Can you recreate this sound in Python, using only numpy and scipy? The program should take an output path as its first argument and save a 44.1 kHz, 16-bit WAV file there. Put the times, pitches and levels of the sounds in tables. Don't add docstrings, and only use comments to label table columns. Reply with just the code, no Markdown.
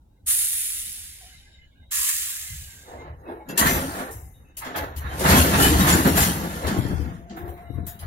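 import sys
import numpy as np
from scipy import signal
from scipy.fft import rfft, irfft, next_fast_len
from scipy.io import wavfile
from scipy.ndimage import uniform_filter1d, map_coordinates

SR = 44100
rng = np.random.default_rng(int(sys.argv[2]) if len(sys.argv) > 2 else 0)


def magnitude_from_level(level_db):
    exponent = np.asarray(level_db, float) / 20
    return 10 ** exponent


def dump(signal):
    limited = np.clip(np.atleast_2d(signal).T, -1, 1)
    pcm = np.round(limited * 32767).astype(np.int16)
    wavfile.write(sys.argv[1], SR, pcm)


N = 355446

# (time [s], level [dB])
ROLL = [(2.9, -88), (3.55, -76.5), (3.75, -35), (3.95, -45), (4.25, -68.5), (4.56, -68), (4.8, -71.5),
        (5.17, -44.5), (5.3, -29.5), (6.2, -36), (6.45, -40), (6.95, -44), (7.25, -61.5), (7.7, -61),
        (8.06, -64.5)]
# (frequency [Hz], likeness [-1..1], left lead [rad], left minus right [dB])
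UP_TRAIN = [(300, 0.52, 1, 13.5), (1300, 0.66, -1.5, -14.5), (2420, 0.43, -1.3, 2), (8400, 0.46, -6, -2.5),
            (15600, 0.31, -12.5, -0.5)]
NEAR_CARS = [(60, 0.99, .05, 3.5), (337, 0.9, 0.47, 1.5), (1440, 0.55, 3.38, -5), (2574, 0.38, 11.15, 2.5),
             (7460, 0.26, 33.1, 1), (15040, .25, 66, 9)]


def unit(x):
    return x / np.sqrt(np.mean(x ** 2) + 1e-20)


def mid_rms(pair):
    return np.sqrt(np.mean(pair.mean(axis=0) ** 2))


def along(points, hz):
    f, v = np.transpose(points)
    return np.interp(np.log(hz + 1), np.log(f + 1), v)


def curves(rows):
    s, *cols = np.transpose(rows)
    return [np.interp(np.arange(N) / SR, s, c, left=-120, right=-120) for c in cols]


def wobble(rate_hz):
    knots = rng.standard_normal(int(N * rate_hz / SR) + 4)
    return map_coordinates(knots, [np.arange(N) * rate_hz / SR], order=2)


def smooth(field, bins, frames):
    return uniform_filter1d(uniform_filter1d(field, size=bins, axis=0), size=frames, axis=1)


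def heard(spectrum, side, modes=(), patchy_db=-2.0, gritty_db=0., size=5):
    z = signal.stft(rng.standard_normal((2, N)), nperseg=1024)[2]
    field = smooth(rng.standard_normal(z.shape[1:]), size, 6)
    patches = magnitude_from_level(patchy_db * np.clip(unit(field), -2, 2))
    pair = signal.istft(z * patches, nperseg=1024)[1][:, :N]
    pair = pair * magnitude_from_level(gritty_db * wobble(350))
    m = next_fast_len(N + 8192)
    hz = np.fft.rfftfreq(m, 1 / SR)
    resonance = 1 + sum(4 * magnitude_from_level(2 * db) / (1 + (2 * (hz - c) / w) ** 2) for c, w, db in modes)
    gain = magnitude_from_level(along(spectrum, hz)) * np.sqrt(resonance) * (hz < 15780)
    f, *cols = np.transpose(side)
    alike, lead_rad, balance_db = [np.interp(hz, f, c) for c in cols]
    turn = np.arccos(np.clip(alike, -1, 1)) / 2
    a, b = rfft(pair, m) * gain * [np.cos(turn), np.sin(turn)]
    tilt = magnitude_from_level(balance_db / 2) * np.exp(.5j * lead_rad)
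    out = irfft([(a + b) * tilt, (a - b) / tilt], m)[:, :N]
    return out / mid_rms(out)


def tilted(x, split_hz, low_db, high_db):
    out = 0
    for kind, db in (("low", low_db), ("high", high_db)):
        part = signal.sosfiltfilt(signal.butter(3, split_hz, kind, fs=SR, output="sos"), x)
        out = out + magnitude_from_level(db) * part / mid_rms(part)
    return out


def swells(rows, fall_db_per_s, under_db):
    s, *peaks_db, rise_s = np.transpose(rows)[:, :, None]
    t = np.arange(0, N / SR + .002, .002)
    levels_db = []
    for peak_db, fall, bed_db in zip(peaks_db, fall_db_per_s, under_db):
        below_db = np.where(t < s, 20 * (s - t) / rise_s, fall * (t - s))
        power = np.sum(magnitude_from_level(2 * (peak_db - below_db)), axis=0)
        levels_db.append(10 * np.log10(np.interp(np.arange(N) / SR, t, power) + magnitude_from_level(2 * bed_db)))
    return np.array(levels_db)


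def outdoors():
    # (frequency [Hz], density [dB per Hz])
    hum_spectrum = [(13, -50.5), (22, -16.5), (68, -5), (118, -18), (133, -20), (267, -26), (438, -38),
                    (533, -36), (777, -38), (841, -33), (1000, -43.5), (2050, -48.5), (2500, -59.5),
                    (3250, -81.5), (5500, -120)]
    # (frequency [Hz], likeness [-1..1], left lead [rad], left minus right [dB])
    around = [(100, 0.99, 0.005, 0), (700, 0.0072, 0.016, 0.0056), (2990, 0.3, 0.0074, 0)]
    return magnitude_from_level(-53.5 + 0.8 * wobble(7)) * heard(hum_spectrum, around, patchy_db=3.0)


def buffet():
    # (frequency [Hz], density [dB per Hz])
    wind_spectrum = [(12, -21), (24, -4.5), (38, -6), (60, -22), (100, -120)]
    roll_db = np.maximum(curves(ROLL)[0], -70) + 50
    return magnitude_from_level(-57 + 0.4 * roll_db + 3 * wobble(1.6)) * heard(wind_spectrum, [(30, .6, 0, 4)])


def far_ringing():
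    # (frequency [Hz], width [Hz], level [dB])
    far_modes = [(1620, 42, -3.5), (2072, 40, 3), (2940, 90, -1), (3770, 80, 0), (3870, 50, -4.5),
                 (6500, 110, -4.5), (7300, 90, -11.5)]
    # (time [s], level [dB])
    ringing_levels = [(0, -83.5), (0.3, -74.5), (1.3, -58), (1.6, -65), (1.9, -69.5), (2.3, -50), (2.85, -58.5),
                      (3.2, -75), (4.2, -75), (4.55, -75.5), (7.2, -70), (8.06, -64.5)]
    bands = [(c, w, db + 30) for c, w, db in far_modes]
    spectrum = [(300, -38.0), (500, 7), (7800, -2), (9000, -62.5)]
    return magnitude_from_level(curves(ringing_levels)[0]) * heard(spectrum, UP_TRAIN, bands, patchy_db=7.5, size=3)


def wind():
    # (time [s], peak [dB])
    puff_rows = [
        (6.051, -11),
        (6.785, -3),
        (6.848, -7),
        (6.926, -10.5),
        (6.996, -10.5),
        (7.431, -28),
        (7.7, -14),
        (7.782, -12),
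        (7.83, -19),
    ]
    out, t = np.zeros(N + SR), np.arange(SR // 5) / SR
    port = 2 * np.pi * 114 * t
    push = np.sin(port) + 0.92 * np.sin(2.58 * port) * magnitude_from_level(-60 * t / 0.083)
    slap = 0.39 * np.sin(3.93 * port) * magnitude_from_level(-60 * t / 0.054)
    puff = (1 - np.exp(-t / 0.0034)) * magnitude_from_level(-60 * t / 0.078) * (push + slap)
    for s, db in puff_rows:
        out[round(s * SR):][:len(t)] += magnitude_from_level(db - 1.5) * puff
    return out[:N] * magnitude_from_level(np.array([[0], [-16]]))


def air():
    # (time [s], jet top [dB], body [dB], hold [s], sag [dB per s])
    blast_rows = [
        (0.259, -23, -38.5, 0.051, 20),
        (1.906, -27.5, -36, 0.19, 32.5),
    ]
    # (frequency [Hz], density [dB per Hz])
    jet_spectra = [
        [(410, -69.5), (700, -32), (981, -30.5), (1150, -24), (1430, -23.5), (1780, -16), (5970, -12),
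         (7060, -6.5), (8040, -7), (10200, 2), (11100, -3), (14400, -8), (15600, -14)],
        [(410, -45), (700, -28), (829, -39), (1060, -15), (1570, -23.5), (1830, -12.5), (2280, -10), (3040, -9),
         (5170, -8.5), (7540, -2), (8150, -4), (9900, 0.5), (15600, -5.5)],
    ]
    # (frequency [Hz], width [Hz], level [dB])
    nozzle_modes = [
        [(10430, 170, -6.5), (9400, 146, -22), (11700, 200, -1.5), (2050, 100, -13), (2840, 160, -10),
         (3690, 110, -2)],
        [(7560, 120, 1), (10500, 200, -17), (11600, 200, 0), (1687, 150, 5), (6600, 200, -2.5)],
    ]
    body_fades = [0.56, 0.8]
    open_s, kick_db, kick_s = 0.009, 3, 0.018
    bend_db = 15.5
    echo_db, echo_fade_db_per_s, edge_fade_db_per_s = -42.5, 12, 20
    edge_sos = signal.butter(4, 1520, fs=SR, output="sos")
    out = 0
    for blast, fades, jet, nozzle in zip(blast_rows, body_fades, jet_spectra, nozzle_modes):
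        s, top_db, body_db, hold_s, sag_db = blast
        t = np.maximum(np.arange(N) / SR - s, 0)
        late = np.maximum(t - hold_s, 0)
        open_db = 40 * np.log10(1 - np.exp(-t / open_s) + 1e-5)
        open_db += kick_db * np.exp(-((t - hold_s) / kick_s) ** 2)
        fall_db = sag_db * late + bend_db * late ** 3
        echo_power = magnitude_from_level(2 * (echo_db - echo_fade_db_per_s * t))
        tail_db = 10 * np.log10(magnitude_from_level(-2 * fades * fall_db) + echo_power)
        flow = heard(jet, UP_TRAIN, nozzle, patchy_db=1.6, gritty_db=1.0, size=3)
        edge = signal.sosfiltfilt(edge_sos, flow)
        flow = flow + edge * (magnitude_from_level(4 - edge_fade_db_per_s * t) - 1)
        out = out + tilted(flow, 6360, body_db + open_db + tail_db, top_db + open_db - fall_db)
    return out * magnitude_from_level(0.28 * wobble(25.15))


def shoe():
    # (time [s], frequency [Hz], level [dB])
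    shoe_rows = [
        (7.05, 735, -70),
        (7.102, 695.7, -57),
        (7.206, 669.7, -61.5),
        (7.32, 695, -52.5),
        (7.5, 709, -51),
        (7.7, 700, -53),
        (7.936, 689, -54.5),
        (8.06, 700, -71),
    ]
    hz, db = curves(shoe_rows)
    phase = 2 * np.pi * np.cumsum(np.abs(hz) + 16 * wobble(90)) / SR
    sides = np.array([[.6], [-.6]])
    note = magnitude_from_level(2 * wobble(35)) * np.sin(phase + sides)
    other = magnitude_from_level(-10 + 5.6 * wobble(9)) * np.sin(phase + 2 * wobble(50) + sides)
    return np.sqrt(2) * magnitude_from_level(db + 3.0) * (note + other)


def thumps():
    # (time [s], level [dB], frequency [Hz])
    thump_rows = [
        (2.503, -31.5, 75),
        (4.139, -37, 69.3),
        (4.225, -36, 64.3),
        (4.962, -24.5, 72.3),
        (5.048, -22.5, 69),
        (5.39, -13.5, 79.3),
        (5.666, -12, 77.2),
        (5.93, -15, 85),
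    ]
    t60_s, rise_s = 0.32, 0.0048
    out, t = np.zeros(N + SR), np.arange(SR // 2) / SR
    for s, db, hz in thump_rows:
        shape = magnitude_from_level(db - 60 * t / t60_s) * (1 - np.exp(-t / rise_s))
        out[round(s * SR):][:len(t)] += shape * np.sin(2 * np.pi * hz * t)
    return out[:N] * magnitude_from_level(np.array([[1.2], [-1.2]]))


def knocks():
    # (time [s], peak [dB], frequency [Hz])
    knock_rows = [(3.612, -14, 206), (3.659, -15.5, 153), (3.715, -14.5, 250), (4.003, -26.5, 248),
                  (5.218, -17, 373), (5.343, -8, 233), (5.533, -13, 183), (5.6, -14.5, 171),
                  (5.694, -14.5, 151), (5.719, -11.5, 307), (5.815, -8.5, 190), (5.905, -16, 182),
                  (6.054, -6, 172.3), (6.16, -13.5, 173), (6.214, -16, 166), (6.697, -20, 152)]
    t60_s, rise_s = .075, .004
    out, t = np.zeros(N + SR), np.arange(SR // 5) / SR
    for s, db, hz in knock_rows:
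        blow = np.sin(2 * np.pi * hz * t) + 0.34 * np.sin(2 * np.pi * 1.55 * hz * t)
        shape = magnitude_from_level(db + 4.5 - 60 * t / t60_s) * (1 - np.exp(-t / rise_s)) ** 2
        out[round((s - .004) * SR):][:len(t)] += shape * blow
    return np.array([out[:N] * magnitude_from_level(.8), np.roll(out, 10)[:N] * magnitude_from_level(-.8)])


def cars():
    # (peak time [s], deep thud [dB],
    # heavy clang [dB], light clatter [dB], rise [s])
    jolt_rows = [(2.94, -79, -38, -52, 0.075), (2.88, -79, -48, -55, .03), (3.08, -76, -46, -51.5, 0.28),
                 (3.3, -63, -36, -46.5, 0.079), (3.5, -34, -38.5, -44.5, 0.033),
                 (3.585, -45, -38, -28.5, 0.02), (3.62, -32.5, -30.5, -25.5, 0.034),
                 (3.67, -25, -29.5, -25, 0.077), (3.72, -29.5, -35, -36, 0.066),
                 (3.82, -36, -44, -55, 0.074), (4.01, -40, -33, -36, 0.15),
                 (4.625, -65, -61.5, -38.5, 0.019), (4.67, -48, -39.5, -39, 0.047),
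                 (4.7, -53, -41, -51, 0.033), (4.755, -46, -33.5, -31.5, 0.023),
                 (4.78, -47, -41, -44, 0.045), (4.82, -57, -38, -45, 0.047), (5.06, -47, -58, -42.5, 0.18),
                 (5.13, -46, -45, -41.5, 0.13),
                 (5.211, -30, -30, -36, 0.041), (5.262, -23, -23, -22.5, 0.042),
                  (5.3, -23, -29, -25.5, 0.067), (5.33, -30, -27, -22.5, 0.058),
                  (5.37, -24, -38.5, -30, .1), (5.46, -34, -41, -37.5, 0.081),
                  (5.54, -27.5, -37.5, -26.5, 0.081), (5.6, -23.5, -24.5, -29.5, 0.11),
                  (5.665, -23, -34, -27, 0.2), (5.74, -24.5, -31, -35, 0.13),
                  (5.81, -23.5, -33, -28, 0.067), (5.88, -29.5, -31.5, -25.5, 0.046),
                  (5.93, -22, -32, -27, 0.14), (6.06, -20.5, -24.5, -28.5, 0.038),
                  (6.18, -26, -28, -26.5, 0.047), (6.23, -31, -42, -31, 0.11), (6.29, -30, -50, -40, 0.13),
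                  (6.45, -31.5, -42, -44, 0.18), (6.69, -32, -32.5, -35, 0.04),
                  (6.77, -26.5, -38, -47, 0.09), (6.9, -30, -42, -56, 0.14), (7.04, -42, -47, -54, 0.13),
                  (6.649, -30.5, -30, -34, 0.027), (7.13, -38.5, -63, -53, 0.71),
                  (7.31, -42.5, -51, -56, 0.019), (7.372, -51, -41, -44.5, 0.015),
                  (7.48, -49, -43, -52.5, .08), (7.58, -59, -54, -53, 0.026), (7.88, -54, -62, -53, 0.025),
                  (8.03, -64, -54, -47.5, .04), (7.78, -35.5, -57, -55.5, 0.1)]
    # (peak time [s], level [dB], rise [s])
    boom_rows = [(2.51, -38, 0.0097), (2.63, -46, 0.16), (3.13, -38.5, 0.27), (3.62, -28, 0.024),
                 (3.7, -37, .1), (4.15, -37, .05), (4.28, -51, 0.13), (4.62, -54, .05), (4.83, -36, 0.12),
                 (5.0, -32, 0.039), (5.14, -33, 0.11), (5.33, -20, .08), (5.43, -29, .15), (5.6, -19, .12),
                 (5.72, -25.5, .1), (5.82, -18.5, 0.21), (6.22, -24.5, 0.53), (6.65, -28.5, 0.026),
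                 (6.95, -25.5, 0.19), (7.42, -37, 0.048), (7.77, -31, 0.11), (8.06, -28, 0.061)]
    # (time [s], left minus right [dB])
    lean_rows = [(6.55, -6), (6.8, 13.5), (7.0, 24), (7.6, 4.5), (7.77, 11), (8.06, 2)]
    # (frequency [Hz], density [dB per Hz])
    heavy_spectrum = [(76, -23.5), (130, -8.5), (183, -5.5), (302, -8), (419, -6.5), (477, -6), (642, -16),
                      (800, -7), (1040, -21.5), (1760, -120)]
    light_spectrum = [(380, -28.5), (650, -5), (915, 0), (1460, 2.5), (1820, 0.5), (2560, -8.5),
                      (3200, -15.5), (3600, -9.5), (4160, -14), (5600, -29), (7280, -48.5), (12300, -120)]
    tank_spectrum = [(18, -49), (32, -24), (48, -4.5), (62, 0), (76, 2.5), (90, -2.5), (113, -5),
                     (150, -3.5), (200, -27.5), (330, -120)]
    # (frequency [Hz], width [Hz], level [dB])
    frame_modes = [(176.7, 62, 0.5), (269.6, 22, 1), (333, 80, 0.5), (547, 45, -0.5), (646, 89, 3.5),
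                   (910, 72, -3.5), (1040, 190, -2.5), (1357, 70, -5), (1730, 140, -4.5), (2190, 260, -4.5)]
    roll_frame_db = [0.5, -0.5, -3.5]
    jolt_fall = [120, 116, 134]
    boom_fall = [79]
    (roll_db,), (pan_db,) = curves(ROLL), curves(lean_rows)
    beds_db = [roll_db + db for db in roll_frame_db]
    deep_db, heavy_db, light_db = swells(jolt_rows, jolt_fall, beds_db)
    boom_db, = swells(boom_rows, boom_fall, [roll_db + 2])
    rattle = magnitude_from_level(wobble(45))
    heavy = heard(heavy_spectrum, NEAR_CARS, frame_modes, patchy_db=4.0, gritty_db=-0.8, size=1)
    heavy = tilted(heavy, 290, deep_db, heavy_db)
    light = heard(light_spectrum, NEAR_CARS, frame_modes, patchy_db=4.0, size=1)
    light = tilted(light, 2600, light_db, 1.232 * light_db - 3.5)
    lean = magnitude_from_level(np.clip(pan_db, -3, 12) * np.array([[.4], [-.6]]))
    drum = heard(tank_spectrum, NEAR_CARS, [(82.0, 24, 0.0026)], patchy_db=1.0)
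    return rattle * (heavy + light) + lean * magnitude_from_level(boom_db + 0.25 * wobble(24)) * drum


def squeals():
    # (time [s], frequency [Hz], level [dB])
    squeal_rows = [(3.487, 5270, -54.5), (3.486, 6910, -45), (3.487, 11600, -41), (3.49, 2686, -45),
                   (3.501, 10540, -51), (3.71, 14800, -41), (4.75, 12400, -59), (4.75, 3280, -42),
                   (4.82, 3300, -52), (5.07, 3800, -49), (3.49, 3300, -51.5), (3.49, 4400, -54),
                   (3.495, 4900, -53), (7.875, 3400, -59), (7.875, 5100, -58), (3.26, 2600, -58),
                   (3.4, 2200, -63), (5.347, 11530, -32), (5.379, 3215, -28), (5.63, 3000, -24),
                   (5.39, 9930, -29), (5.405, 10670, -28), (5.434, 14450, -32.5), (5.809, 3840, -29.5),
                   (5.884, 3550, -31.5), (5.923, 7090, -21), (5.971, 10680, -32.5), (6.154, 11600, -34),
                   (6.174, 7650, -28), (6.174, 13460, -28), (7.99, 10100, -48), (7.875, 6800, -54),
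                   (7.875, 7890, -50), (7.866, 14300, -44), (3.487, 9800, -53), (3.487, 12800, -50)]
    creak_rows = [(1.21, 740, -60), (2.98, 2100, -51.5), (3.4, 850, -50.5), (3.27, 342, -38),
                  (4.24, 2050, -64), (4.34, 3710, -63), (4.447, 2600, -65), (7.436, 355, -38),
                  (7.74, 1100, -58), (7.89, 3790, -59), (4.2, 760, -58), (4.66, 260, -41),
                  (4.76, 2000, -38), (4.76, 850, -36.5), (3.662, 1800, -26.5), (3.682, 2080, -27.5),
                  (3.61, 1960, -29), (5.32, 1950, -28), (4.62, 2050, -43), (5.1, 3100, -51),
                  (7.57, 1100, -62), (7.62, 1370, -57), (7.725, 3300, -66), (7.735, 3820, -69),
                  (7.875, 1750, -55), (7.323, 330, -37), (5.65, 1720, -31), (6.194, 1950, -35)]
    ring_rows = [(3.674, 5980, -29.5), (3.692, 7490, -40), (3.704, 12560, -30), (3.704, 11700, -29),
                 (3.81, 8900, -41.5), (5.39, 11700, -31), (5.4, 10770, -34.5), (5.431, 14570, -32),
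                 (5.62, 11700, -37), (5.964, 10770, -42), (6.159, 11560, -33), (6.17, 7170, -31.5),
                 (6.191, 12870, -29.5), (3.501, 6000, -59), (3.49, 14000, -56)]
    notes = [(*row, 1) for row in squeal_rows + creak_rows] + [(*row, 2.76) for row in ring_rows]
    out, t = np.zeros((2, N + SR)), np.arange(SR // 4) / SR
    for s, hz, db, lasts in notes:
        lead, balance = rng.standard_normal(2)
        length_s = lasts * 0.038 * 2 ** ((-25 - db) / 36) * (6000 / hz) ** 0.33
        rough_db = -.45 * (db + 27.5) + 5 * (hz < 500)
        drift = np.cumsum(rng.standard_normal(len(t))) * 0.011 * magnitude_from_level(rough_db)
        fall_db = 6 * t / length_s + 10 * (t / length_s) ** 3
        shape = (1 - np.exp(-t / 0.0014)) * magnitude_from_level(db - 2.0 - fall_db)
        grip = np.interp(t * 32, np.arange(20), rng.standard_normal(20))
        tone = np.sin(2 * np.pi * hz * t + drift + np.array([[.5 * lead], [0]]))
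        tone *= magnitude_from_level(np.array([[2.0 + 1.6 * balance], [-1.5]]))
        out[:, round(s * SR):][:, :len(t)] += np.sqrt(2) * shape * magnitude_from_level(3.5 * grip) * tone
    return out[:, :N]


def wheels():
    # (time [s], peak [dB], dull part [dB], top part [dB], t60 [s])
    skid_rows = [(3.49, -37, 0, -9, 0.83), (3.5788, -5.5, -9, -11, 0.28), (4.1116, -31, -21, -6, 0.73),
                 (4.572, -24.5, -10.5, -5, 0.22), (4.648, -38, 3, -8, 0.63), (4.7627, -28, -1, 0, 0.35),
                 (4.965, -31, -6.5, -2.5, 0.28), (5.196, -21, -7.5, -10, 0.36),
                 (6.6702, -26, 0.5, -13, 0.82), (6.7733, -33, -18, -2, 0.17),
                 (7.3, -57.5, 16.5, -27.5, 0.53), (7.3687, -47.5, -6, 7, 0.67), (7.482, -46, -7, 1.5, 0.65),
                 (7.869, -31, -10.5, 3.5, 0.28), (7.994, -47, 5, 7, 0.54)]
    # (peak time [s], bright [dB], dull [dB], rise [s])
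    slide_rows = [(3.32, -62.5, -92, 0.24), (3.67, -25.5, -29.5, 0.038), (4.0, -43, -49, 0.36),
                  (5.25, -35.5, -40, 0.058), (5.3, -26, -28, .05), (5.384, -24, -26, 0.18),
                  (5.63, -20.5, -27.5, 0.088), (5.67, -35.5, -29.5, 0.14), (5.8, -27, -33, 0.051),
                  (5.892, -21.5, -25.5, 0.056), (6.08, -30, -37.5, 0.11), (6.176, -23.5, -27.5, 0.027),
                  (6.225, -25, -27.5, 0.1), (5.93, -33, -30, 0.074), (7.02, -55, -55, .2),
                  (7.15, -67, -64, 0.12), (7.75, -58.5, -70.5, .12)]
    slide_fall = [114.5, 147]
    scrape_levels_db = [-3.5, -4.5]
    scrape_grows = [1.33, 1.35]
    # (frequency [Hz], density [dB per Hz])
    bright_spectrum = [(3820, -13.5), (6500, -6.5), (7200, -6), (8010, -4), (11300, 2), (14800, -3),
                       (15600, -3)]
    dull_spectrum = [(1470, -11.5), (2500, 2.5), (3240, 3.5), (5010, 1), (7260, -4.5), (8000, -9),
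                     (10400, -43), (17600, -120)]
    # (frequency [Hz], width [Hz], level [dB])
    wheel_modes = [(3240, 140, -10), (6310, 210, -2.5), (7090, 32, 2.5), (7470, 58, 1), (9250, 31, 3.5),
                   (9900, 36, -3.5), (10100, 54, -15), (11600, 41, -4.5), (12900, 60, -1), (13400, 67, 0)]
    roll_db = curves(ROLL)[0] + 35
    beds_db = [grows * roll_db - 35.0 + db for grows, db in zip(scrape_grows, scrape_levels_db)]
    bright_db, dull_db = swells(slide_rows, slide_fall, beds_db)
    power = magnitude_from_level(2 * np.array([bright_db - 2.5, dull_db, bright_db - 8.0]))
    t = np.arange(SR * 2 // 3) / SR
    after = t - .025
    for s, db, dull, top, t60_s in skid_rows:
        fall_db = 60 * np.maximum(after, 0) / t60_s + 3.16 * np.clip(after / 0.014, 0, 1)
        shape = (1 - np.exp(-t / 0.0016)) * magnitude_from_level(-fall_db)
        part = power[:, round((s - .004) * SR):][:, :len(t)]
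        part += (magnitude_from_level(db - 13.0 + np.array([[-2.5], [dull], [top]])) * shape[:part.shape[1]]) ** 2
    middle_db, dull_db, top_db = 10 * np.log10(power)
    bright = heard(bright_spectrum, NEAR_CARS, wheel_modes, patchy_db=5.8, gritty_db=0.8, size=1)
    dull = heard(dull_spectrum, NEAR_CARS, wheel_modes, patchy_db=5.8, gritty_db=1.45, size=1)
    return tilted(bright, 11800, middle_db, top_db) + magnitude_from_level(dull_db) * dull


def scene():
    background = outdoors() + buffet() + far_ringing() + wind()
    train = air() + shoe() + thumps() + knocks() + cars()
    return background + train + squeals() + wheels()


def sparse(x, quiet_db, masked_db, spread_db, depth_db):
    # (frequency [Hz], width [Hz], level [dB])
    mic_dips = [(4700, 350, 2), (8300, 400, 6)]
    hz, _, z = signal.stft(x, SR, nperseg=1024)
    hz = hz[:, None]
    power = np.mean(np.abs(z) ** 2, axis=0)
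    band_db = 10 * np.log10(np.abs(smooth(power, 9, 3)) + 1e-16)
    whim = smooth(rng.standard_normal(power.shape), 7, 40)
    total_db = 10 * np.log10(np.abs(uniform_filter1d(power.sum(axis=0), size=11)) + 1e-16)
    limit_db = np.maximum(quiet_db, total_db + masked_db) + spread_db * unit(whim)
    limit_db += sum(db * np.exp(-((hz - c) / w) ** 2) for c, w, db in mic_dips)
    lost = np.clip((limit_db - band_db) / 3, 0, 1) * np.clip(hz / 600 - 1.3, 0, 1)
    return signal.istft(z * magnitude_from_level(-depth_db * lost), SR, nperseg=1024)[1][:, :N]


def band_limit(x):
    return signal.sosfilt(signal.butter(12, 16670, fs=SR, output="sos"), x)


def record(dry):
    rounded = dry / (1 + np.abs(dry / .8) ** 4) ** (1 / 4)
    thin = sparse(rounded, quiet_db=-91, masked_db=-47, spread_db=6, depth_db=18)
    hiss = magnitude_from_level(-78.0) * rng.standard_normal(dry.shape)
    return band_limit(thin + hiss)


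dry = scene()
out = record(dry)
dump(out)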